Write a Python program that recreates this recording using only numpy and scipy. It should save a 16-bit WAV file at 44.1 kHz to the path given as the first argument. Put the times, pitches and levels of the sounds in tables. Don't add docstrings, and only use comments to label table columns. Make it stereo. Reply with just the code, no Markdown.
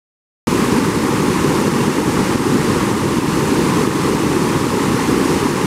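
import sys
import numpy as np
from scipy import signal
from scipy.fft import rfft, irfft
from scipy.io import wavfile
from scipy.ndimage import uniform_filter1d

SR = 44100
rng = np.random.default_rng(int(sys.argv[2]) if len(sys.argv) > 2 else 0)


def log_audio(samples):
    frames = np.atleast_2d(samples).T
    limited = np.clip(frames, -1, 1)
    pcm = np.round(limited * 32767).astype(np.int16)
    wavfile.write(sys.argv[1], SR, pcm)


N = 249590
HOP = 128


def gain_of(db):
    return 10 ** (np.asarray(db) / 20)


def evened(x):
    return x / np.sqrt(np.mean(x ** 2) + 1e-20)


def read(points, hz):
    table_hz, value = np.transpose(points)
    return np.interp(np.log(hz + 1), np.log(table_hz + 1), value)


def churn(patch_db, patch_s, patch_hz, flicker_db):
    frames, bins = N // HOP + 5, 2 * HOP + 1
    real, imaginary, patches = rng.standard_normal((3, frames, bins))

    over_time = np.exp(-(np.fft.fftfreq(frames, HOP / SR) * patch_s) ** 2)
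    over_pitch = np.exp(-(np.fft.rfftfreq(bins, SR / 2 / bins) * patch_hz) ** 2)
    smoothed = np.fft.rfft2(patches) * np.outer(over_time, over_pitch)
    patches = evened(np.fft.irfft2(smoothed, patches.shape))

    flicker = evened(uniform_filter1d(rng.standard_normal((frames, 1)), size=3, axis=0))
    level_db = patch_db * patches + flicker_db * flicker
    spectrum = (real + 1j * imaginary) * gain_of(level_db)
    noise = signal.istft(spectrum.T, nperseg=4 * HOP, noverlap=3 * HOP)[1]
    return evened(noise[:N])


def bubbles(per_s, low_hz, high_hz, cycles, rise, spread_db, count=36):
    out = np.zeros(N)
    for hz in np.linspace(low_hz, high_hz, count):
        age = np.arange(0, 6, hz / (cycles * SR))
        ring = np.exp(-age) * np.sin(2 * np.pi * cycles * age * (1 + rise * age / 2))
        births = np.flatnonzero(rng.random(N) < per_s / count / SR)
        loudness = np.minimum(rng.exponential(1, len(births)), 4)
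        kicks = np.zeros(N)
        kicks[births] = gain_of(spread_db * loudness) * rng.choice([-1, 1], len(births))
        out += signal.oaconvolve(kicks, ring / np.linalg.norm(ring))[:N]
    return evened(out)


def spray():
    fizz = bubbles(per_s=4000, low_hz=1994, high_hz=15130, cycles=5, rise=.03, spread_db=2.5)
    plinks = bubbles(per_s=260, low_hz=2403, high_hz=9500, cycles=27, rise=.01, spread_db=2)
    hiss = churn(patch_db=0.5, patch_s=0.033, patch_hz=900, flicker_db=.5)
    return hiss + gain_of(-7.5) * fizz + gain_of(-18) * plinks


def foam():
    blips = bubbles(per_s=800, low_hz=649, high_hz=2400, cycles=6.6, rise=0.034, spread_db=2.5)
    seethe = churn(patch_db=0.67, patch_s=0.045, patch_hz=500, flicker_db=0.45)
    return seethe + gain_of(-14.5) * blips


def plunge():
    gulps = bubbles(per_s=500, low_hz=129.4, high_hz=480, cycles=1.77, rise=0.031, spread_db=1.18)
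    roar = churn(patch_db=.5, patch_s=.04, patch_hz=300, flicker_db=0.84)
    return roar + gain_of(-10.5) * gulps


# pitch_hz, level_db
WATER_COLOUR = [(20, -32), (50, -5.5), (66, -6), (100, -1.5), (170, -1.4), (310, -0.03), (430, -2.5),
                (600, -4.5), (1100, -10), (2000, -16.5), (2850, -20.5), (3300, -23.5), (6100, -24),
                (9200, -25.5), (15300, -35.3)]
# pitch_hz, coherence (0-1)
PORT_LIKENESS = [(100, 0.996), (400, 1), (680, 0.93), (1000, 0.99), (1550, 0.93), (2500, 0.98),
                 (4000, 0.95), (7500, 0.67), (10000, 0.75), (14000, 0.44)]
# pitch_hz, left_minus_right_db
PORT_TILT = [(40, 1.5), (90, 1.9), (250, 1.9), (430, 2.6), (510, 1.8), (590, -1.3), (700, -2.5), (1100, -3),
             (1600, -3.7), (2200, -2.3), (3500, -1.2), (9000, -.5), (11500, .8), (15000, .2)]
# pitch_hz, left_lead_rad
PORT_LEAD = [(50, .1), (200, -.12), (380, -.35), (570, -.8), (780, -.35), (1400, -.38), (1650, -.08),
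             (3800, -.1), (7300, -.8), (10000, -1), (12500, -1.6), (15500, -3)]
# pitch_hz, share (0-1)
SURFACE_MIRROR = [(300, 0.48), (680, 0.81), (1500, 0.14), (3000, 0.03), (5500, .1), (9000, 0)]
HOLLOW_HZ, HOLLOW_STEP_HZ = 688, 826


def at_ports(source, low_hz, high_hz):
    hz = np.fft.rfftfreq(N, 1 / SR)
    band = 1 / np.sqrt((1 + (low_hz / (hz + 1)) ** 12) * (1 + (hz / high_hz) ** 12))

    mirror_phase = np.exp(-2j * np.pi * (hz - HOLLOW_HZ) / HOLLOW_STEP_HZ)
    mirrored = np.clip(read(SURFACE_MIRROR, hz), 0, 1) * mirror_phase
    colour = band * gain_of(read(WATER_COLOUR, hz)) * (1 - mirrored)

    alike = np.clip(read(PORT_LIKENESS, hz), 0, 1)
    shared = np.sqrt(1 + alike) * rfft(source())
    apart = np.sqrt(1 - alike) * rfft(source())

    port = gain_of(read(PORT_TILT, hz) / 2) * np.exp(.5j * read(PORT_LEAD, hz))
    left, right = (shared + apart) * port, (shared - apart) / port
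    return evened(irfft(colour * np.array([left, right]), N))


# time_s, surge_db
WATER_SURGE = [(0.5, 1.7), (0.93, -1.0), (1.45, 0.8), (2.08, -0.2), (2.4, 0.4), (2.82, 0.0), (3.05, -1.7),
               (3.35, 0.1), (3.78, 0.7), (4.15, -0.7), (4.5, -0.0), (4.68, -1.0), (5.3, 1.3), (5.55, -0.9)]
SPRAY_DB, FOAM_DB, PLUNGE_DB = -28.1, -23.4, -15.7
SPRAY_FOLLOW, FOAM_FOLLOW, PLUNGE_FOLLOW = .95, .85, .95


def scene():
    surge_db = np.interp(np.arange(N) / SR, *np.transpose(WATER_SURGE))
    top = gain_of(SPRAY_DB + SPRAY_FOLLOW * surge_db) * at_ports(spray, low_hz=2330, high_hz=19900)
    middle = gain_of(FOAM_DB + FOAM_FOLLOW * surge_db) * at_ports(foam, low_hz=654, high_hz=2360)
    low = gain_of(PLUNGE_DB + PLUNGE_FOLLOW * surge_db) * at_ports(plunge, low_hz=15, high_hz=740)
    return low + middle + top


def limiter(x, ceiling_db, recover_db_per_s):
    over_db = np.maximum(20 * np.log10(abs(x).max(0) + 1e-9) - ceiling_db, 0)
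    recovery_db = np.arange(N) * recover_db_per_s / SR
    held_db = np.maximum.accumulate(over_db + recovery_db) - recovery_db
    reduction_db = signal.lfilter(np.ones(64) / 64, 1, held_db)
    return x * gain_of(-reduction_db)


START_S, EDGE_HZ = 0.4705, 15650


def record(dry):
    running = np.clip((np.arange(N) / SR - START_S) / .001, 0, 1)
    limited = limiter(dry * running, ceiling_db=-3.5, recover_db_per_s=17)
    lowpass = signal.firwin(511, EDGE_HZ, window=("kaiser", 9), fs=SR)
    return signal.oaconvolve(limited, lowpass[None], "same")


dry = scene()
out = record(dry)
log_audio(out)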